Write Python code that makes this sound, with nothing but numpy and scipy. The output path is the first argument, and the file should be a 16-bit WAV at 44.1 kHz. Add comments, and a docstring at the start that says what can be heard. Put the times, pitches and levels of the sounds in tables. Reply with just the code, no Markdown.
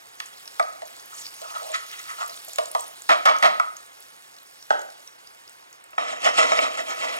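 """Garlic fizzes and spits in oil in a deep metal pot, as short blurred rings over grainy coloured noise.
Oil splashes once; a wooden spoon taps and scrapes the bottom, raps the rim and is laid on the counter;
then the pot is knocked and shaken to and fro on the iron grate. Noise blows and strokes drive resonances
of the pot, with a dry treble from the contact. A small hard kitchen answers, and two microphone ports of
a hand-held camera hear it all, nearly in opposite phase in the middle of the spectrum."""
import sys
import numpy as np
from scipy import signal
from scipy.fft import rfft, irfft, next_fast_len
from scipy.io import wavfile
from scipy.ndimage import uniform_filter1d, minimum_filter1d, map_coordinates

SR = 44100
rng = np.random.default_rng(int(sys.argv[2]) if len(sys.argv) > 2 else 0)


def generate_wav(sig):
    """Save sig (samples, or channels by samples) to the path in sys.argv[1] as 16-bit PCM at SR."""
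    pcm = np.round(np.clip(np.atleast_2d(sig).T, -1, 1) * 32767).astype(np.int16)
    wavfile.write(sys.argv[1], SR, pcm)


N = 317079

# frying and kitchen air, sinking as the camera draws back and swelling at the end: t/s, fizz/dB, air/dB
FRYING_LEVELS = [(0, -56.5, -58.5), (1, -50.5, -56), (2.2, -47, -56), (3, -51, -57.5), (3.8, -55, -58),
                 (4.5, -56.5, -60.5), (5.9, -61, -59.5), (7.19, -49.5, -55)]


def amp(db):
    """Gain of a level in dB."""
    return 10 ** (np.asarray(db) / 20)


def unit(x):
    """Scaled to rms 1."""
    return x / np.sqrt(np.mean(x ** 2) + 1e-20)


def along(points, hz, axis=1):
    """One column of (f/Hz, value, ..) points, read on a log frequency axis."""
    table = np.transpose(points)
    return np.interp(np.log(hz + 1), np.log(table[0] + 1), table[axis])


def curves(rows):
    """One value per sample for each column; the level column is silent outside the rows."""
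    s, level, *cols = np.transpose(rows)
    t = np.arange(N) / SR
    return [np.interp(t, s, level, -120, -120)] + [np.interp(t, s, c) for c in cols]


def wobble(rate):
    """A smooth random curve, rate knots a second."""
    knots = rng.standard_normal(int(N * rate / SR) + 4)
    return map_coordinates(knots, [np.arange(N) * rate / SR])


def filtered(x, response):
    """x times a complex response of frequency."""
    m = next_fast_len(N + SR)
    return irfft(rfft(x, m) * response(np.fft.rfftfreq(m, 1 / SR)), m)[..., :N]


def resonances(peaks):
    """Causal response of (f/Hz, width/Hz, level/dB) resonances, with alternating signs."""
    def response(f):
        return sum((-1) ** k * amp(db) * 1j * f * width / (centre ** 2 - f * f + 1j * f * width)
                   for k, (centre, width, db) in enumerate(peaks))
    return response


def high_pass(hz, corner):
    """First-order bass cut."""
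    return 1j * hz / corner / (1 + 1j * hz / corner)


def grainy(rate, spread_db, smooth):
    """Random clicks of uneven size, rate a second, mixed by power with a share of smooth noise."""
    clicks = (rng.random(N) < rate / SR) * amp(spread_db * rng.standard_normal(N))
    clicks = clicks * np.sign(rng.standard_normal(N))
    return np.sqrt(smooth) * rng.standard_normal(N) + np.sqrt(1 - smooth) * unit(clicks)


def coloured(x, spectrum):
    """x given a spectrum of (f/Hz, level/dB) points, rms 1."""
    return unit(filtered(x, lambda hz: amp(along(spectrum, hz))))


def patchy(x, depth_db):
    """x with patches of random gain in time and pitch, rms 1."""
    z = signal.stft(x, nperseg=256)[2]
    field = uniform_filter1d(rng.standard_normal(z.shape), size=8, axis=0)
    field = uniform_filter1d(field, size=10, axis=1)
    return unit(signal.istft(z * amp(depth_db * unit(field)), nperseg=256)[1][:N])


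def add(track, s, sound):
    """Lay a sound into a track at time s."""
    part = track[round(s * SR):][:len(sound)]
    part += sound[:len(part)]


def pot():
    """Blows and rubbing push the pot's modes; the contact itself adds a dry treble."""
    # ringing modes of the pot: f/Hz, level/dB, t60/s
    modes = [(255, -6.5, 0.19), (453, -13, 0.026), (468.5, -5, 0.057), (627.7, -1, 0.12),
             (677.2, 3.5, 0.099), (698, -4.5, 0.014), (974, -8, 0.096), (1100, -8.5, 0.03),
             (1189, -1.5, 0.2), (1262, 1, 0.067), (1500, -10, 0.012), (1695, -11.5, 0.007),
             (2011, -4.5, 0.024), (2248, -6, 0.041), (2686, -10, 0.017), (3160, -8.5, 0.034),
             (3810, -10.5, 0.12), (5420, -8, 0.023)]
    # a mode's bandwidth follows from its decay
    ring = resonances([(hz, np.log(1000) / np.pi / t60, db) for hz, db, t60 in modes])
    response = ring(np.linspace(0, SR / 2, 1024, endpoint=False))
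    blow_push, blow_thump, crack, clatter = struck(response)
    rub_push, rub_thump, rasp = rubbed(response)

    def hollow(hz):
        return ring(hz) * high_pass(hz, 250)  # the pot radiates little bass

    def bright(hz):
        return high_pass(hz, 2600) ** 2 / (1 + 1j * hz / 6000) ** 3

    def dull(hz):
        return resonances([(3600, 4000, 0)])(hz) / (1 + 1j * hz / 7000) ** 3

    grate = resonances([(292, 170, 0.82)])  # the iron grate thumps under the pot
    body = filtered(blow_push + rub_push, hollow)
    contact = rasp + filtered(crack, bright) + filtered(clatter, dull)
    return body + contact + filtered(blow_thump + rub_thump, grate)


def blows():
    """Every blow: t/s, strength/dB, favoured f/Hz, click/dB, rattle/s, thump/dB, reach."""
    # spoon taps on the bottom, and at 0.201 s a splash of oil:
    # t/s, strength/dB, favoured f/Hz, click over the strength/dB
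    tap_rows = [(0.201, -27, 1360, 7), (0.596, -10.5, 900, -9), (.819, -27.5, 635, -8),
                (1.416, -32.5, 730, 1), (2.477, -38, 660, -20), (2.584, -14, 755, 0),
                (2.749, -11.5, 710, -8.5), (3.597, -12, 1440, -9.5)]
    # spoon raps on the rim: t/s, strength/dB
    rap_rows = [(3.09, -7.5), (3.254, -4.5), (3.425, -6)]
    # pot knocks on the grate: t/s, strength/dB
    jolt_rows = [(5.931, -38.5), (5.979, -15.5), (6.259, -16), (6.387, -15), (6.517, -11.5), (6.588, -10)]
    rap_hz, rap_click_db, jolt_hz, jolt_click_db = 1130, -10, 1230, -22
    # rattle in s, grate thump over the strength in dB, reach around the favoured pitch as a ratio
    tap, rap, jolt = (0.0028, -17, 1.51), (0.038, -16, 1.73), (0.004, -9.5, 2.7)
    return ([(*row, *tap) for row in tap_rows]
            + [(*row, rap_hz, rap_click_db, *rap) for row in rap_rows]
            + [(*row, jolt_hz, jolt_click_db, *jolt) for row in jolt_rows])


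def struck(response):
    """Each blow is a short rattle of noise that feeds modes and grate, with a click and a duller clatter."""
    click_t60_s, click_level_db = .09, 3.5
    clatter_t60_s, clatter_db = 0.077, -8.5  # the clatter outlasts the rattle
    push, thump, crack, clatter = np.zeros((4, N))
    t = np.arange(SR // 5) / SR
    for s, db, hz, click_db, rattle, thump_db, reach in blows():
        steps = rng.standard_normal(len(t) // 128 + 1)
        uneven = amp(3 * np.repeat(steps, 128)[:len(t)])  # many small contacts
        onset = 1 - np.exp(-t / .0007)
        noise = rng.standard_normal((3, len(t))) * uneven * onset
        settle = 1 / (1 + (t / rattle) ** 6)  # the contact chatters, then settles
        settle_rms = np.sqrt(np.mean(settle ** 2))
        body, click = [unit(row * settle) * settle_rms for row in noise[:2]]
        short_boost = np.sqrt(1 + 0.013 / rattle)  # shorter blows push harder
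        add(push, s, amp(db - 12.0) * short_boost * favouring(body, hz, reach, response))
        add(thump, s, amp(db + thump_db) * body)
        add(crack, s, amp(db + click_db + click_level_db) * click * amp(-60 * t / click_t60_s))
        fade = amp(-60 * np.maximum(t - rattle, 0) / clatter_t60_s)
        add(clatter, s, amp(db + click_db + clatter_db) * noise[2] * np.sqrt(rattle / .01) * fade)
    return push, thump, crack, clatter


def rubbed(response):
    """Spoon scrapes and pot slides push the modes with stick-slip noise and rasp in the treble."""
    # scrapes of the spoon on the bottom: centre t/s, level/dB, favoured f/Hz
    stir_rows = [(1.13, -52, 1250), (1.21, -56, 1680), (1.452, -47, 1020), (1.51, -48, 1010),
                 (1.568, -37.5, 1070), (1.629, -44, 700), (1.702, -39, 726), (1.75, -34, 1630),
                 (1.93, -44, 1930), (1.988, -44, 1790), (2.098, -35.5, 1470), (2.213, -36.5, 1120),
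                 (2.29, -46.5, 835)]
    # slides of the pot on the grate: centre t/s, level/dB, half length/s
    shake_rows = [(6.002, -36, 0.18), (6.133, -36, 0.016), (6.271, -24.5, 0.031), (6.41, -21.5, 0.048),
                  (6.523, -30, 0.041), (6.634, -29, 0.069), (6.784, -35.5, 0.046), (6.91, -36, 0.055),
                  (7.018, -31.5, 0.033), (7.109, -38, 0.052), (7.185, -42.5, 0.056)]
    # rubbing treble: f/Hz, level/dB per Hz
    grit = [(1500, -21.5), (2500, 6), (4000, 2.5), (5500, -1), (7000, 2.5), (10000, -10), (15500, -35)]
    stir_half_s, stir_rasp_db, rasp_db_per_octave = 0.029, -11, 9  # rasp over the level at 1 kHz
    shake_hz, shake_rasp_db = 1040, -7.5  # favoured pitch, rasp over the level
    loose_s = 5.979  # the pot breaks loose from the grate
    scrapes = []
    for s, db, hz in stir_rows:
        rasp_db = db + stir_rasp_db + rasp_db_per_octave * np.log2(hz / 1000)  # higher scrapes rasp more
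        scrapes.append((s, db, stir_half_s, hz, rasp_db))
    slides = [(s, db, half, shake_hz, db + shake_rasp_db) for s, db, half in shake_rows]
    stir, stir_rasp = strokes(scrapes, response, spread=1.4, lead=.002)
    shake, shake_rasp = strokes(slides, response, spread=4.36, lead=0.012)
    loose = np.arange(N) >= loose_s * SR
    shake, shake_rasp = shake * loose, shake_rasp * loose
    thump = shake_rasp * rng.standard_normal(N)
    slip = amp(2.5 * wobble(60) + 1.5 * wobble(22))  # the contact sticks and slips
    push = amp(-1.5) * slip * (stir + shake)
    treble = patchy(coloured(grainy(rate=1200, spread_db=5, smooth=0.6), grit), depth_db=2.5)
    return push, thump, slip * (stir_rasp + shake_rasp) * treble


def strokes(table, response, spread, lead):
    """Each stroke of rough noise swells and fades; its rasp envelope starts lead seconds earlier."""
    push, rasp, t = np.zeros(N), np.zeros(N), np.arange(-SR // 4, SR // 4) / SR
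    rough = grainy(rate=1500, spread_db=2, smooth=0.54)
    for s, db, half, hz, rasp_db in table:
        swell = 1 / (1 + (t / half) ** 2) ** 1.76
        part = rough[round((s + t[0]) * SR):][:len(t)]
        add(push, s + t[0], amp(db) * favouring(part * swell[:len(part)], hz, spread, response))
        add(rasp, s + t[0] - lead, amp(rasp_db) * swell)
    return push, rasp


def favouring(x, hz, spread, response):
    """A push that drives the modes around hz, scaled to sound through them at its own level."""
    sos = signal.butter(2, [hz / spread, hz * spread], "band", fs=SR, output="sos")
    band = np.abs(signal.sosfreqz(sos, len(response))[1])
    y = unit(signal.sosfilt(sos, x)) * np.sqrt(np.mean(x ** 2))
    return y * np.sqrt(np.mean(band ** 2) / np.mean(np.abs(band * response) ** 2))


def spoon_down():
    """The spoon lands on the counter: a short noise burst drives broad wooden resonances."""
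    # the landing: t/s, strength/dB
    landing = [(4.705, -17.5)]
    # resonances of spoon and counter: f/Hz, width/Hz, level/dB
    wood_modes = [(668, 156, 10.5), (872, 326, 7.5), (1140, 270, 4.5), (1490, 210, 5.5), (5600, 3000, -14)]
    push, t = np.zeros(N), np.arange(SR // 10) / SR
    for s, db in landing:
        add(push, s, amp(db) * unit(amp(-60 * t / 0.032) * rng.standard_normal(len(t))))
    wood = resonances(wood_modes)
    return filtered(push, lambda hz: wood(hz) * high_pass(hz, 280) / (1 + 1j * hz / 2500))


def frying():
    """Countless tiny bubbles fizz, larger ones spit or whistle, over the quiet air of the kitchen."""
    fizz_db, air_db = curves(FRYING_LEVELS)
    spits = spitting(fizz_db)
    return fizzing(fizz_db) + air(air_db) + spits + amp(-9.5) * kitchen(spits) + whistling()


def fizzing(fizz_db):
    """Countless tiny bubbles: grainy noise with an unsteady level and a patchy spectrum."""
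    # fizz spectrum: f/Hz, level/dB per Hz
    fizz_spectrum = [(1500, -18.5), (2800, -2.5), (5000, 1), (7500, 0), (10000, -1.5), (16000, -10)]
    unsteady_db = .8 * wobble(3) + 1.1 * wobble(12)
    grains = coloured(grainy(rate=250, spread_db=4, smooth=0.75), fizz_spectrum)
    return amp(fizz_db + unsteady_db) * patchy(grains, depth_db=2)


def spitting(fizz_db):
    """Larger bubbles burst with a noisy snap and a short blurred ring at their own pitch."""
    # the prominent spits: t/s, ring level/dB, f/Hz
    spit_rows = [(0.26, -33.5, 6700), (0.456, -38, 5330), (0.4773, -29.5, 5330), (0.6279, -32, 4800),
                 (1.2661, -28, 4630), (1.3426, -36, 10050), (1.719, -29.5, 7400), (2.2787, -31.5, 11400),
                 (2.2965, -30.5, 5180), (2.39, -40, 8750), (2.484, -33, 7240), (2.534, -27.5, 7500),
                 (2.559, -25, 6960), (2.6572, -26.5, 7230), (2.715, -25.5, 9900), (2.799, -30, 7000),
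                 (2.808, -25.5, 8230), (2.88, -32.5, 9800), (3.02, -30, 7800), (3.3652, -32, 5750),
                 (3.3861, -29, 6470), (3.7674, -30, 6610), (4.005, -38, 11300), (4.626, -36, 5500),
                 (4.794, -36, 6550), (4.816, -35.5, 7040), (5.0759, -33.5, 5730), (5.273, -37, 5350),
                 (5.4779, -38, 5350), (5.495, -38, 7840), (5.7285, -38, 6440), (5.841, -40, 8040)]
    ring_t60_s, snap_t60_s, snap_share = .015, 0.0011, .45  # snap over ring
    blur = 0.26  # phase noise in radians a sample
    # small spits: rate, mean level over the fizz, pitch and its scatter
    small_per_s, small_db, small_hz, small_octaves = 10, 11, 7000, .4
    count = int(small_per_s * N / SR)
    small = []
    for s in rng.random(count) * N / SR:
        level_chance, pitch_chance = rng.standard_normal(2)
        db = fizz_db[int(s * SR)] + small_db + 3 * level_chance
        small.append((s, db, small_hz * 2 ** (small_octaves * pitch_chance)))
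    track, t = np.zeros(N), np.arange(SR // 10) / SR
    for s, db, hz in [*spit_rows, *small]:
        chance = rng.standard_normal((2, len(t)))
        ring = np.sin(2 * np.pi * hz * t + blur * np.cumsum(chance[0])) * amp(-60 * t / ring_t60_s)
        snap = snap_share * np.diff(chance[1], prepend=0) * amp(-60 * t / snap_t60_s)
        add(track, s, amp(db) * (ring + snap))
    return track


def whistling():
    """A bubble stream whistles downward as the spoon pushes the cloves: a sine blurred by phase noise."""
    # the whistle's glide: t/s, level/dB, f/Hz
    glide = [(1.1, -56, 7380), (1.19, -39.5, 6840), (1.3, -49, 4900)]
    level_db, hz = curves(glide)
    hz = hz * 2 ** (.12 * wobble(70))  # each bubble has its own size
    phase = np.cumsum(2 * np.pi * hz / SR + .4 * rng.standard_normal(N))
    return amp(level_db + 1.9 * wobble(120)) * np.sin(phase)


def air(air_db):
    """The kitchen's air: steady low noise that follows its own level curve."""
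    # air spectrum: f/Hz, level/dB per Hz
    air_spectrum = [(25, -22), (70, -8), (200, -10), (700, -2.5), (1300, -2.5), (2000, -3.5), (4000, -13),
                    (8000, -76)]
    return amp(air_db) * coloured(rng.standard_normal(N), air_spectrum)


def kitchen(x):
    """The room answers with a noise tail in which each frequency dies at its own speed."""
    # reverberation: f/Hz, t60/s
    decay = [(200, 0.69), (1000, 0.42), (4000, 0.48), (12000, 0.25)]
    hz, t, z = signal.stft(rng.standard_normal(SR), SR, nperseg=256)
    tail = signal.istft(z * amp(-60 * t / along(decay, hz)[:, None]), SR, nperseg=256)[1]
    delayed = np.pad(x, (200, 0))
    return signal.fftconvolve(delayed, tail / np.linalg.norm(tail))[:N]


def scene():
    """Everything reaches both ports; a scattered part differs between them, most in treble and deep bass."""
    # unshared part of each port: f/Hz, level/dB
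    apart = [(30, -3), (150, -12), (500, -22), (2000, -16), (8000, -5), (15000, -1)]
    vessel, spoon = pot(), spoon_down()
    near = vessel + spoon + frying() + kitchen(amp(-9) * vessel + amp(-6) * spoon)
    hz, _, z = signal.stft(near, SR, nperseg=256)
    turns = np.exp(2j * np.pi * rng.random((2, *z.shape)))  # random phases for each port
    scattered = signal.istft(z * turns * amp(along(apart, hz))[:, None], SR, nperseg=256)[1]
    return near + scattered[:, :N]


def record(dry):
    """Ports turn the phase against each other, keeping the sum flat; bass cut, peak limiter and top cut."""
    # the two ports: f/Hz, lead of the left port/rad, left over right/dB
    port_rows = [(60, .6, -1), (130, 1.4, -3.5), (260, 2, -2.5), (950, 2.6, -1.2), (4200, 2, -1.6),
                 (8700, 1.1, -3.2), (15600, .4, -3.8)]
    ceiling, top_hz = .8, 15900

    def ports(hz):
        half = amp(along(port_rows, hz, axis=2) / 2) * np.exp(1j * along(port_rows, hz) / 2)
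        pair = np.array([half, 1 / half]) / np.abs(half + 1 / half) * 2
        return pair * high_pass(hz, 60) ** 2

    heard = filtered(dry, ports)
    needed = np.minimum(1, ceiling / (np.abs(heard).max(axis=0) + 1e-9))
    gain = uniform_filter1d(minimum_filter1d(needed, size=401), size=201)
    return filtered(heard * gain, lambda hz: hz < top_hz)


dry = scene()
out = record(dry)
generate_wav(out)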